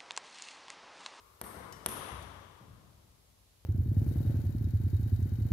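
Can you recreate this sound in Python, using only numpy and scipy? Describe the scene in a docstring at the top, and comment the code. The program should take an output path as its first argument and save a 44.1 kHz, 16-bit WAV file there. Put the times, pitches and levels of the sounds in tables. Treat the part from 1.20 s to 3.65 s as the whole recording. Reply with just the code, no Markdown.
"""A soft knock on the sprung wooden floor of a big sports hall: a light hollow ball bounces. A racket taps
it, it bounces again, hard, and it ticks as it is caught. Each bounce knocks the boards and rings the
shell; the player's steps thump the floor. The walls throw back a few slaps and a long wash over faint
ventilation. Two microphones stand close together; the right is duller in the middle range, both hiss."""
import sys
import numpy as np
from scipy import signal
from scipy.fft import rfft, irfft, next_fast_len
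from scipy.io import wavfile

SR = 44100
rng = np.random.default_rng(int(sys.argv[2]) if len(sys.argv) > 2 else 0)


def wrap_up_sound(samples):
    """Save the sound to the file named by the first command line argument, as 16-bit audio."""
    columns = np.atleast_2d(samples).T
    # keep every value between -1 and 1, then stretch to whole-number steps
    tamed = np.clip(columns, -1, 1)
    steps = np.round(tamed * 32767).astype(np.int16)
    wavfile.write(sys.argv[1], SR, steps)


N = 108045


def amp(db):
    """Decibels as an amplitude factor."""
    return 10 ** (np.asarray(db) / 20)


def unit(x):
    """x scaled to an RMS of one."""
    return x / np.sqrt(np.mean(x ** 2) + 1e-20)


def along(points, hz):
    """The curve through (Hz, value) points, read at hz on a log axis."""
    freqs, values = np.transpose(points)
    return np.interp(np.log(hz + 1), np.log(freqs + 1), values)


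def since(start):
    """Seconds since start, zero before."""
    return np.maximum(np.arange(N) / SR - start, 0)


def decay(age, t60):
    """An envelope that falls 60 dB in t60 seconds."""
    return np.exp(-np.log(1000) * age / t60)


def filtered(x, response):
    """x through a complex response of frequency."""
    size = next_fast_len(N + SR)
    return irfft(rfft(x, size) * response(np.fft.rfftfreq(size, 1 / SR)), size)[..., :N]


def coloured(x, colour):
    """x through a curve of (Hz, dB) points."""
    return filtered(x, lambda hz: amp(along(colour, hz)))


def convolved(x, response):
    """x through an impulse response, per channel."""
    return signal.fftconvolve(np.atleast_2d(x), np.atleast_2d(response), axes=1)[:, :N]


def pulse(start, colour, size=8192):
    """One blow with the given (Hz, dB) colour."""
    cepstrum = irfft(np.log(amp(along(colour, np.fft.rfftfreq(size, 1 / SR)))))
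    cepstrum[1:size // 2] *= 2  # minimum phase: nothing sounds before the blow
    cepstrum[size // 2 + 1:] = 0
    blow = irfft(np.exp(rfft(cepstrum)))
    return np.pad(blow, (round(start * SR), N))[:N]


def ring(start, hz, t60):
    """One struck mode: a dying sine."""
    age = since(start)
    return np.sin(2 * np.pi * hz * age) * decay(age, t60)


def chatter(x, t60, db):
    """x smeared by many short-lived resonances."""
    burst = rng.standard_normal(N) * decay(since(0), t60)
    return amp(db) * convolved(x, burst / np.linalg.norm(burst))[0]


def echoes(x, paths):
    """Delayed, weaker copies of x, one for each (seconds, dB) path."""
    return sum(amp(db) * np.pad(x, (round(delay * SR), 0))[:N] for delay, db in paths)


def direct(x, lag_s=.00004):
    """Sound from the front reaches the right microphone a shade later."""
    return np.array([x, filtered(x, lambda hz: np.exp(-2j * np.pi * hz * lag_s))])


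# The hall across the microphone pair. Each row: frequency in Hz, left-right correlation from -1 to 1.
PAIR_LIKENESS = [(60, .95), (125, 0.81), (250, 0.4), (500, 0.37), (1200, -0.12), (4000, -0.061),
                 (9000, 0.35), (14000, -.3)]

def diffuse():
    """White noise as two close microphones hear it in the hall."""
    def mid_side_gains(hz):
        angle = np.arccos(along(PAIR_LIKENESS, hz)) / 2
        return np.array([np.cos(angle), np.sin(angle)])
    mid, side = filtered(rng.standard_normal((2, N)), mid_side_gains)
    return np.array([mid + side, mid - side])


# Ventilation rumble, all round the microphones. Each row: frequency in Hz, relative level in dB.
VENT_RUMBLE = [(20, -8), (33, -1), (48, 4.5), (70, 0.5), (130, -15), (250, -16.5), (450, -26),
               (1000, -32.5), (3000, -40)]
# Its hum, in the centre. Each row: frequency in Hz, RMS level in dB.
VENT_HUM = [(97, -72.5), (194, -86.5)]

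def ventilation(rumble_db=-64.5):
    """The ventilation rumbles and hums steadily."""
    hum = sum(amp(db) * np.sqrt(2) * np.sin(2 * np.pi * (hz * since(0) + rng.random()))
              for hz, db in VENT_HUM)
    return amp(rumble_db) * unit(coloured(diffuse(), VENT_RUMBLE)) + hum


# Sound still hanging in the hall at the start. Each row: frequency in Hz, relative level in dB.
LINGERING_COLOUR = [(60, 8), (200, -27), (400, 9), (700, -3.5), (1100, 12), (1700, -2.5), (3500, -8),
                    (8000, -13)]

def lingering_wash(start_db=-61, fall_db_per_s=8.5):
    """The faint wash of an earlier bounce fades away."""
    return amp(start_db - fall_db_per_s * since(0)) * unit(coloured(diffuse(), LINGERING_COLOUR))


# The big hall's tail, from all sides. Each row: frequency in Hz, gain in dB.
TAIL_COLOUR = [(60, 15.5), (170, 8), (450, 11.5), (1100, 14), (3000, 8), (6000, 5), (10000, 6), (12000, 3),
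               (15000, -6)]
# How long it holds. Each row: frequency in Hz, seconds before it starts to die away.
TAIL_HOLD = [(100, 0.086), (400, 0.15), (1100, 0.27), (3500, 0.22), (9000, 0.057), (14000, 0.036)]
# How it dies. Each row: frequency in Hz, seconds to fall 60 dB.
TAIL_T60 = [(60, 2.5), (150, 1.65), (400, 2.13), (750, 2.1), (1100, 1.81), (1600, 1.77), (3000, 1.74),
            (6000, 1.64), (10000, 0.92), (15000, 0.68)]

def wash(x, gap_s=.016, build_s=0.0059):
    """The hall's reverberation builds up, holds and dies away, the treble first."""
    hz, t, spectrum = signal.stft(diffuse(), SR, nperseg=512)
    hz = hz[:, None]
    age = np.maximum(t - along(TAIL_HOLD, hz), 0)
    gain = amp(along(TAIL_COLOUR, hz)) * decay(age, along(TAIL_T60, hz))
    tail = signal.istft(spectrum * gain, SR, nperseg=512)[1][:, :N]
    build_up = 1 - np.exp(-since(gap_s) / build_s)
    return convolved(x, tail * build_up / np.sqrt(SR))


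# Paths by way of the walls, shortest first. Each row: delay in seconds, gain in dB.
WALL_PATHS = [(0.026, -11), (.0299, -13), (.055, -19), (.063, -15), (.111, -18), (.157, -21), (.226, -17)]

def wall_slaps(x, wall_dull_hz=11300, air_db_per_s=43, air_hz=10000):
    """Echoes off the walls, weaker on the right; the longer the path, the more treble the air takes."""
    slaps = np.zeros(N)
    for delay, db in WALL_PATHS:
        def dulling(hz):
            air_loss_db = air_db_per_s * delay * (hz / air_hz) ** 2
            return amp(-air_loss_db) / (1 + 1j * hz / wall_dull_hz)
        slaps += filtered(echoes(x, [(delay, db)]), dulling)
    return slaps * amp([[0], [-3]])


# A low ring, mostly at the right microphone. Each row: pitch in Hz, relative level in dB, t60 in seconds.
STAND_MODES = [(134.8, -8, 0.96), (216.5, 4.5, 0.2), (372.3, 3.5, 0.37), (455, -17, 0.17)]

def stand_ring(delay_s=.017, level_db=-46):
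    """Each bounce travels through the boards and sets off a low ring, perhaps of a shaken stand."""
    modes = sum(amp(knock_db + db) * ring(start + delay_s, hz, t60)
                for start, knock_db, *_ in BALL_BOUNCES for hz, db, t60 in STAND_MODES)
    return amp(level_db) * modes * amp([[-5], [3]])


# Ball and feet landing out on the floor. Each row: start in seconds, boom level in dB, base pitch in Hz,
# base t60 in seconds, thud level in dB.
FLOOR_THUMPS = [(0.231, -47.5, 69, 0.36, -13.5), (0.372, -44.5, 84.2, 0.21, 8), (0.677, -42.5, 70, 0.17, 6),
                (0.921, -41, 64.74, 0.96, 7.5), (1.407, -58.5, 100.5, 0.39, 7)]
# The boards' modes. Each row: ratio to the base pitch, relative level in dB, ratio to the base t60.
FLOOR_MODES = [(.74, -17, 0.52), (1, 1, 0.75), (1.42, -8.5, 1.6)]
# The dull thud of a landing. Each row: frequency in Hz, relative level in dB.
THUD_COLOUR = [(25, -58), (50, -5), (85, 1.5), (150, 0.5), (230, -6.5), (400, -17.5), (1000, -33.5),
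               (4000, -48.5)]

def floor_thumps():
    """The sprung floor gives under ball and feet, booms and sends a dull thud round the hall."""
    boom = sum(amp(boom_db + mode_db) * ring(start, hz * pitch_ratio, t60 * t60_ratio)
               for start, boom_db, hz, t60, _ in FLOOR_THUMPS
               for pitch_ratio, mode_db, t60_ratio in FLOOR_MODES)
    thuds = [amp(thud_db) * pulse(start, THUD_COLOUR) for start, *_, thud_db in FLOOR_THUMPS]
    return boom + chatter(sum(thuds), t60=0.11, db=-9) + amp(-5) * sum(wash(thud) for thud in thuds)


# The racket's tap, then the catch, close to the microphones. Each row: start in seconds, click level
# in dB, racket ring level in dB.
BALL_TAPS = [(0.5242, -20.5, -57), (1.0245, -26, -88)]
# The ball's bright click. Each row: frequency in Hz, relative level in dB.
CLICK_COLOUR = [(300, -52), (2000, -6), (6000, 0.5), (9000, -3), (12000, 0.5), (15000, -9)]
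# The racket's modes. Each row: pitch in Hz, relative level in dB, t60 in seconds.
RACKET_MODES = [(2987, 2, 0.23), (4990, -7, 0.39), (5700, 6.5, 0.15), (6500, -14, 0.13), (7079, -3, 0.25),
                (8400, -4, 0.13)]

def taps():
    """Light touches click the ball; the racket rings on when it is what touches."""
    clicks = sum(amp(click_db) * pulse(start, CLICK_COLOUR) for start, click_db, _ in BALL_TAPS)
    racket = sum(amp(ring_db + db) * ring(start, hz, t60)
                 for start, _, ring_db in BALL_TAPS for hz, db, t60 in RACKET_MODES)
    close = direct(chatter(clicks, t60=0.039, db=1) + racket)
    return close + amp(1) * wash(clicks + amp(-6) * racket)


# The ball meeting the wood. Each row: frequency in Hz, relative level in dB when soft and when hard.
KNOCK_COLOUR = [(40, -16, -17), (89, 4.5, 1.5), (200, 5.5, 2.5), (390, 7.5, 5), (810, 2.5, 1),
                (1070, 6.5, 6.5), (1470, 0, 0.5), (2270, -1, -2.5), (2360, -9, -4.5), (3460, -8, 1),
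                (4260, -9, -7.5), (7650, -17, -8.5), (12500, -22, -19), (15800, -25, -36)]

def board_knock(start, hardness):
    """The ball's blow on the boards, brighter when it lands hard."""
    colour = [(hz, soft + hardness * (hard - soft)) for hz, soft, hard in KNOCK_COLOUR]
    return -pulse(start, colour)


# The hollow ball's modes. Each row: pitch in Hz, relative level in dB when soft and when hard,
# t60 in seconds.
SHELL_MODES = [(8874, -5.5, -11.5, 0.0066), (9740, -11.5, -9, 0.0071), (10020, -8, -6, 0.0068),
               (11240, -4.5, -5.5, 0.0036), (12920, -3.5, -12.5, 0.0043), (14200, -10, -18.5, .004),
               (5930, -33, -33, .05), ]

def shell_ring(start, hardness):
    """The shell rings high and very briefly, its modes alternating in sign."""
    return -sum((-1) ** k * amp(soft + hardness * (hard - soft)) * ring(start, hz, t60)
                for k, (hz, soft, hard, t60) in enumerate(SHELL_MODES))


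# The two bounces, in front of the microphones. Each row: start in seconds, knock level in dB, shell
# level in dB, hardness from 0 to 1, gain into the hall in dB.
BALL_BOUNCES = [(0.2142, -10, -24.5, 0.08, 4.5), (0.6616, -1.5, -10.5, 0.99, 1.5)]
# Reflections off surfaces close by. Each row: delay in seconds, gain in dB.
NEAR_PATHS = [(.0007, -14), (.0021, -11), (.003, -20.5)]

def bounces():
    """Each bounce knocks the boards and rings the shell; boards, walls and hall answer."""
    hits, hall = np.zeros(N), np.zeros((2, N))
    for start, knock_db, shell_db, hardness, hall_db in BALL_BOUNCES:
        hit = amp(knock_db) * board_knock(start, hardness) + amp(shell_db) * shell_ring(start, hardness)
        hits += hit
        hall += amp(hall_db) * wash(hit)
    boards = chatter(hits, t60=0.097, db=2.5)
    boards = filtered(boards, lambda hz: 1j * hz / (200 + 1j * hz) / (1 + 1j * hz / 900))  # 200-900 Hz
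    return direct(hits + boards + echoes(hits, NEAR_PATHS)) + wall_slaps(hits) + hall


def scene():
    """Everything in the hall, as it arrives at the microphone pair."""
    return bounces() + stand_ring() + taps() + floor_thumps() + ventilation() + lingering_wash()


# The right microphone, dull in the middle range. Each row: frequency in Hz, gain in dB.
RIGHT_RESPONSE = [(60, -5), (180, -3), (450, -9.5), (750, -12.5), (1150, -16.5), (2500, -11.5),
                  (5800, -7.5), (7200, -22), (8300, -1), (9000, -17), (10000, -9.5), (11200, 4), (12000, 7),
                  (13500, 3)]
# Preamplifier hiss on both sides. Each row: frequency in Hz, relative level in dB.
HISS_COLOUR = [(200, -3.5), (600, 3), (1500, -6), (4000, -1.5), (8000, -5), (12000, -7), (15500, -6.5)]
# The right microphone's resonance in its hiss. Each row: frequency in Hz, gain in dB.
RIGHT_HISS_PEAK = [(10600, 0), (11200, 10.5), (11900, -2)]
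# The top of the treble rolling off on both sides. Each row: frequency in Hz, gain in dB.
TREBLE_ROLL_OFF = [(13000, 0.5), (14800, -0.5), (15600, -7)]
PORT_HZ, PORT_WIDTH_HZ = 10400, 4000
LOW_CUT_HZ, TOP_HZ, HISS_DB = 45.4, 15700, -69

def record(dry):
    """A duller right microphone, port resonance, a low cut, preamplifier hiss and the band limit."""
    mics = np.array([dry[0], coloured(dry[1], RIGHT_RESPONSE)])
    # The ports' resonance turns only the phase, which smears sharp clicks.
    mics = filtered(mics, lambda hz: np.exp(-2j * np.arctan2(hz * PORT_WIDTH_HZ, PORT_HZ ** 2 - hz ** 2)))
    mics = filtered(mics, lambda hz: 1 - 1 / (1 + (hz / LOW_CUT_HZ) ** 6))
    left_hiss, right_hiss = coloured(rng.standard_normal((2, N)), HISS_COLOUR)
    hiss = unit(np.array([left_hiss, coloured(right_hiss, RIGHT_HISS_PEAK)]))
    mics += amp(HISS_DB) * hiss
    return filtered(mics, lambda hz: amp(along(TREBLE_ROLL_OFF, hz)) * (hz < TOP_HZ))


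dry = scene()
out = record(dry)
wrap_up_sound(out)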